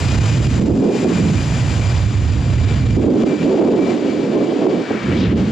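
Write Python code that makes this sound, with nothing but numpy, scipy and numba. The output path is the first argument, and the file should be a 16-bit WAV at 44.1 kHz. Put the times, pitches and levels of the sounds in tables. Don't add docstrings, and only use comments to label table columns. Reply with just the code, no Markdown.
import sys
import numpy as np
from scipy import signal
from scipy.fft import rfft, irfft
from scipy.io import wavfile
from scipy.ndimage import uniform_filter1d
from numba import njit

SR = 44100
rng = np.random.default_rng(int(sys.argv[2]) if len(sys.argv) > 2 else 0)


def digitize_waveform(pressure):
    field = np.atleast_2d(pressure).T
    bounded = np.clip(field, -1, 1)
    quanta = np.round(bounded * 32767).astype(np.int16)
    wavfile.write(sys.argv[1], SR, quanta)


N = 242991

# (time [s], level [dB])
JET_LEVEL = [(0, -26.5), (.56, -28.5), (.6, -30.5), (.72, -39.5), (.78, -37.5), (.9, -36), (.96, -30.5),
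             (1.07, -29.5), (1.12, -28.5), (1.16, -26.5), (1.22, -29), (1.8, -29.5), (2.2, -33.5),
             (2.7, -30.5), (2.92, -32), (3.0, -36), (3.15, -34), (3.3, -31.5), (3.36, -33.5), (3.43, -29),
             (3.47, -34.5), (3.7, -33), (3.85, -33.5), (3.91, -29), (3.97, -32.5), (4.6, -33), (4.8, -34.5),
             (5.1, -29.5), (5.32, -36.5), (5.345, -43), (5.375, -32), (5.51, -33.5)]


def engines():
    air_db = 0.87 * walk(24.73)
    jets = jet_roar(air_db) + jet_hiss(air_db) + fans(air_db)
    level_db, = curve(JET_LEVEL)
    return jets * undb(level_db) + surge()


# (frequency [Hz], density [dB per Hz])
ROAR_SPECTRUM = [(150, 4.5), (500, 6.5), (1200, -0.5), (2000, -1.5), (3000, -2.5), (4200, -8),
                 (5200, -11.5), (6500, -18)]


def jet_roar(air_db):
    return turbulent(ROAR_SPECTRUM, air_db, 0.33)


HISS_DB = -11
HISS_FADE_S, HISS_DB_PER_S = 1.61, -3.5
# (frequency [Hz], density [dB per Hz])
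HISS_SPECTRUM = [(4000, -6.5), (5000, -3), (5800, -2.5), (6500, -3), (7200, 2.5), (8000, -11), (9000, -18),
                 (10500, -17), (11500, -28.5), (14000, -43.5)]


def jet_hiss(air_db):
    since_fade = np.maximum(seconds() - HISS_FADE_S, 0)
    return undb(HISS_DB + HISS_DB_PER_S * since_fade) * turbulent(HISS_SPECTRUM, air_db, 1.0)


FAN_HZ, FAN_HZ_PER_S = 2440, -27
ENGINE_SPLIT = 0.0044
FAR_FAN_DB = -11
WHINE_DB = -19
OVERTONE_DB, OVERTONE_FADE_S, OVERTONE_DB_PER_S = 3.5, 2.33, -2.5
WAVERS_PER_S = 90
SWELL_EDGE_S = .02
# (multiple of the blade pitch, level [dB], blur [Hz],
# steady part [ratio to the scattered part], pitch waver at the start [share], at the end [share])
WHINE_PARTIALS = [(1, -2, 42, 2.8, .009, .003), (2, -3, 80, .5, .003, .004), (3, -4, 120, .3, .003, .008)]
# (time [s], level change [dB], length [s])
BLADE_SWELLS = [(0, 3, .07), (.18, 2, .3), (.5, -4, .1), (.68, -5, .12), (.82, 3, .1), (1.01, 3, .08),
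                (1.14, 3, .08), (1.27, -4, .07), (1.36, 2, .06), (1.52, 3, .06), (1.75, -5, .05),
                (1.81, 3, .06), (1.93, -3, .06), (2.1, -4, .14), (2.3, -3, .1), (2.72, 3, .05),
                (2.86, 2, .1), (3.02, -3, .14), (3.21, 2, .07), (3.28, 6, .16), (3.49, -3, .08),
                (3.79, 7, .13), (3.93, -4, .1), (4.22, 3, .09), (4.4, 3, .05), (4.52, -6, .11),
                (4.85, 6, .32), (5.18, -8, .4)]


def fans(air_db):
    out, t = 0, seconds()
    blade_hz = FAN_HZ + FAN_HZ_PER_S * t
    swell_db = bumps(BLADE_SWELLS, SWELL_EDGE_S)
    overtone_db = OVERTONE_DB + OVERTONE_DB_PER_S * np.maximum(t - OVERTONE_FADE_S, 0)
    for multiple, db, blur_hz, steady, *waver in WHINE_PARTIALS:
        for side, shade_db in ((-.5, 0.022), (.5, FAR_FAN_DB)):
            pitch_ratio = 1 + side * ENGINE_SPLIT + np.linspace(*waver, N) * walk(WAVERS_PER_S)
            turns = np.cumsum(multiple * blade_hz * pitch_ratio) / SR
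            scatter = walk(2 * blur_hz) + 1j * walk(2 * blur_hz) + steady
            tone = (scatter * np.exp(2j * np.pi * turns)).real
            out = out + undb(db + shade_db + (overtone_db if multiple > 1 else swell_db)) * tone
    return out * undb(WHINE_DB + air_db)


SURGE_WIDTH, SURGE_TOP = 2.4, 1.42
# (time [s], level [dB], centre [Hz])
SURGE_SWEEP = [(4.78, -68, 1300), (4.84, -37.5, 1300), (4.93, -33, 1465), (5.0, -33, 1610),
               (5.06, -34, 1640), (5.12, -28, 1730), (5.15, -36, 2210), (5.18, -31.5, 2980),
               (5.205, -30.5, 3250), (5.24, -29, 2700), (5.28, -34, 2230), (5.33, -36.5, 2100),
               (5.38, -64.5, 2130)]


def surge():
    db, hz = curve(SURGE_SWEEP)
    band = rng.standard_normal(N)
    for _ in range(2):
        band = svf(band, hz, SURGE_WIDTH)[0]
    for _ in range(2):
        band = svf(band, hz * SURGE_TOP, 1.1)[1]
    return unit(band / np.sqrt(hz)) * undb(db + 1.0 * walk(70))


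CALM_HZ = 96
BUFFET_EDGE_S = 0.0018
# (time [s], level [dB], nominal centre [Hz])
WIND_RUMBLE = [(0, -16, 107.5), (.52, -15, 123), (.6, -10, 176), (.69, -11, 210), (.76, -12.5, 234),
               (.88, -11, 298), (.98, -18.5, 265), (1.05, -16, 270), (1.16, -13.5, 162), (1.3, -12.5, 199),
               (1.38, -15, 133), (1.55, -16.5, 115), (2.2, -15, 98), (2.6, -15, 107.4), (2.93, -12, 110),
               (2.99, -14.5, 226), (3.1, -7, 262), (3.34, -16, 312), (3.385, -22.5, 239), (3.44, -10, 232),
               (3.5, -13.5, 341), (3.7, -10.5, 308), (3.96, -16.5, 325), (4.0, -22.5, 298),
               (4.03, -21, 299), (4.28, -16, 297), (4.38, -18, 331), (4.8, -15.5, 317), (4.87, -29, 310),
               (4.92, -18.5, 308), (5.02, -24.5, 199), (5.08, -16, 197), (5.17, -15, 245), (5.27, -14, 175),
               (5.38, -11, 223), (5.51, -19, 194)]
# (time [s], level change [dB], length [s])
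WIND_BUFFETS = [(.16, 6.5, 0.038), (.4, 8, 0.018), (.455, 5.5, 0.033), (.73, 1.5, 0.021), (1.52, 9, 0.0055),
                (2.71, 6.5, 0.019), (2.955, 2.5, 0.051), (3.235, 10.5, 0.011), (4.155, 2, 0.044),
                (5.33, -1.5, 0.047)]


def wind():
    db, hz = curve(WIND_RUMBLE)
    octaves = np.log2(hz / CALM_HZ)
    rumble = 0.72 * eddies(hz, 0.93) + rumble_core(hz, octaves)
    rumble = rumble + wind_flutter(hz, octaves) + wind_throb(hz)
    return rumble * undb(db + bumps(WIND_BUFFETS, BUFFET_EDGE_S) + 0.082 * walk(22.51))


CORE_DB, CORE_FADE_DB = -2, -8


def rumble_core(hz, octaves):
    return eddies(hz * 1.114, 0.36) * undb(CORE_DB + CORE_FADE_DB * octaves ** 2)


FLUTTER_DB, FLUTTER_DB_PER_OCTAVE = -12.5, 5.5
# (time [s], level change [dB], length [s])
FLUTTER_SPURTS = [(.695, 4.5, 0.015), (.822, 1, 0.02), (.915, -0.5, 0.034), (.98, -1.5, .05),
                  (1.045, 8.5, 0.035), (1.26, -1.5, 0.069), (2.966, 6.5, 0.039), (3.154, 6, 0.016),
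                  (3.27, -1, 0.088), (3.47, 0, 0.054), (4.02, 4.5, 0.063), (4.26, -6.5, 0.052),
                  (4.402, 6, 0.027), (4.613, 4, 0.021), (4.652, 9, 0.018), (4.742, 4, 0.018),
                  (4.787, -1.5, 0.015), (4.905, 8.5, 0.01)]


def wind_flutter(hz, octaves):
    db = FLUTTER_DB + FLUTTER_DB_PER_OCTAVE * octaves
    restless_db = (1.5 + 0.77 * octaves) * walk(60)
    return eddies(170 + 0.67 * hz, 0.9) * undb(db + restless_db + bumps(FLUTTER_SPURTS, BUFFET_EDGE_S))


# (time [s], level against the rumble [dB])
THROB_LEVEL = [(0, -4.5), (.6, -7), (.72, -8), (.85, -24), (.93, -18), (1.0, -17.5), (1.08, -9.5),
               (1.2, -12), (1.5, -9), (2.9, -5), (3.05, -8), (3.15, -19.5), (3.3, -25), (3.45, -21.5),
               (3.55, -41), (4.0, -26), (4.8, -28.5), (4.95, -26), (5.1, -10), (5.51, -15)]


def wind_throb(hz):
    return eddies(58 + 0.21 * hz, 0.72) * undb(curve(THROB_LEVEL)[0] + 2.95 * walk(17))


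def eddies(hz, damping):
    hump = svf(rng.standard_normal(N), hz * 0.93, damping)[0]
    hump = svf(hump, hz * 0.92, damping)[0]
    band, low = svf(hump, hz * 0.28, 1.39)
    upper = hump - band - low
    return unit(svf(upper, hz * 1.94, 2.04)[1] / np.sqrt(hz))


def turbulent(points, air_db, flicker_db):
    hz, db = np.transpose(points)
    f, out = np.maximum(np.fft.rfftfreq(N, 1 / SR), 1), 0
    spectrum = rfft(rng.standard_normal(N)) * undb(np.interp(np.log(f), np.log(hz), db))
    for octave in np.arange(np.log2(hz[0]), np.log2(hz[-1]) + .5, .5):
        share = np.clip(1 - 2 * abs(np.log2(f) - octave), 0, 1)
        out = out + irfft(spectrum * share, N) * undb(flicker_db * walk(11))
    return unit(out * undb(air_db))


def undb(db):
    return 10 ** (np.asarray(db) / 20)


def unit(x):
    return x / np.sqrt(np.mean(x ** 2))


def seconds():
    return np.arange(N) / SR


def curve(table):
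    s, *columns = np.transpose(table)
    return [np.interp(seconds(), s, c) for c in columns]


def bumps(table, edge_s):
    t = seconds()
    steps = sum(db * ((t >= s) & (t < s + length)) for s, db, length in table)
    return uniform_filter1d(steps, max(int(edge_s * SR), 1))


def walk(rate):
    k = int(SR / rate)
    held = np.repeat(rng.standard_normal(N // k + 1), k)
    return 1.3 * uniform_filter1d(uniform_filter1d(held, k), k)[:N]


@njit
def svf(x, hz, damping):
    y, b, l = np.empty((2, len(x))), 0., 0.
    for i in range(len(x)):
        g = np.tan(np.pi * hz[i] / SR)
        v = (b + g * (x[i] - l)) / (1 + g * (g + damping))
        y[0, i], y[1, i] = damping * v, l + g * v
        b, l = 2 * v - b, l + 2 * g * v
    return y


@njit
def limiter(x, top, attack, release):
    gain, e = np.empty(len(x)), 0.
    for i in range(len(x)):
        e += (abs(x[i]) - e) * (attack if abs(x[i]) > e else release)
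        gain[i] = min(1., top / (e + 1e-9))
    return gain


# (centre [Hz], width [Hz], share of the middle added left, taken right)
STEREO_LEAN = [(45, 25, -.1), (85, 35, -.3), (185, 25, -.28), (335, 60, -.58), (415, 25, .5),
               (470, 22, -.5), (525, 25, .25), (590, 30, .08), (695, 25, .55), (765, 35, -.5),
               (860, 30, .2), (1020, 80, .4), (1220, 270, .85), (1850, 250, .3), (2400, 330, .48),
               (2900, 130, .3), (3300, 170, .3), (4200, 550, .47), (6000, 750, .48)]
# (centre [Hz], width [Hz], share added early, or late if negative)
STEREO_LAG = [(5100, 500, -0), (6100, 900, -0.65)]
# (frequency [Hz], level against the middle [dB])
STEREO_LOOSE = [(40, -18), (150, -24.5), (300, -14.5), (600, -18), (1000, -14), (1500, -18), (2200, -19),
                (4000, -16), (6000, -15.5), (7500, -26.5), (12000, -25)]
BASS_HZ, BASS_CENTRES_S, BASS_TURN_S, BASS_LEAN_LEFT = 372, 5.03, .03, 0.43


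def stereo_side(mid):
    size = 2 * N
    f, spectrum = np.fft.rfftfreq(size, 1 / SR), rfft(np.r_[mid, mid[::-1]])

    def bells(table):
        return sum(a * np.exp(-((f - hz) / w) ** 2) for hz, w, a in table)

    lean = bells(STEREO_LEAN).clip(-.82, .82) + 1j * bells(STEREO_LAG)
    phase = np.cumsum(rng.standard_normal(len(f))) / 5
    scramble = np.exp(1j * phase) * undb(np.interp(f, *np.transpose(STEREO_LOOSE)))
    turned = (1 + np.tanh((seconds() - BASS_CENTRES_S) / BASS_TURN_S)) / 2
    bass = irfft(spectrum * lean * (f < BASS_HZ), size)[:N] * (1 - (1 - BASS_LEAN_LEFT) * turned)
    return bass + irfft(spectrum * (lean * (f >= BASS_HZ) + scramble), size)[:N]


def scene():
    return np.tile(engines() + wind(), (2, 1))


def record(dry):
    bass_cut = signal.butter(3, 48, "high", fs=SR, output="sos")
    mid = signal.sosfilt(bass_cut, dry.mean(axis=0))
    gain = limiter(mid, 0.28, 1 / (0.0012 * SR), 1 / (0.01 * SR))
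    mid = np.r_[np.zeros(40), mid[:-40]] * gain
    side = stereo_side(mid)
    steep_top = signal.ellip(8, .2, 70, 15700, fs=SR, output="sos")
    return signal.sosfilt(steep_top, [mid + side, mid - side])


dry = scene()
out = record(dry)
digitize_waveform(out)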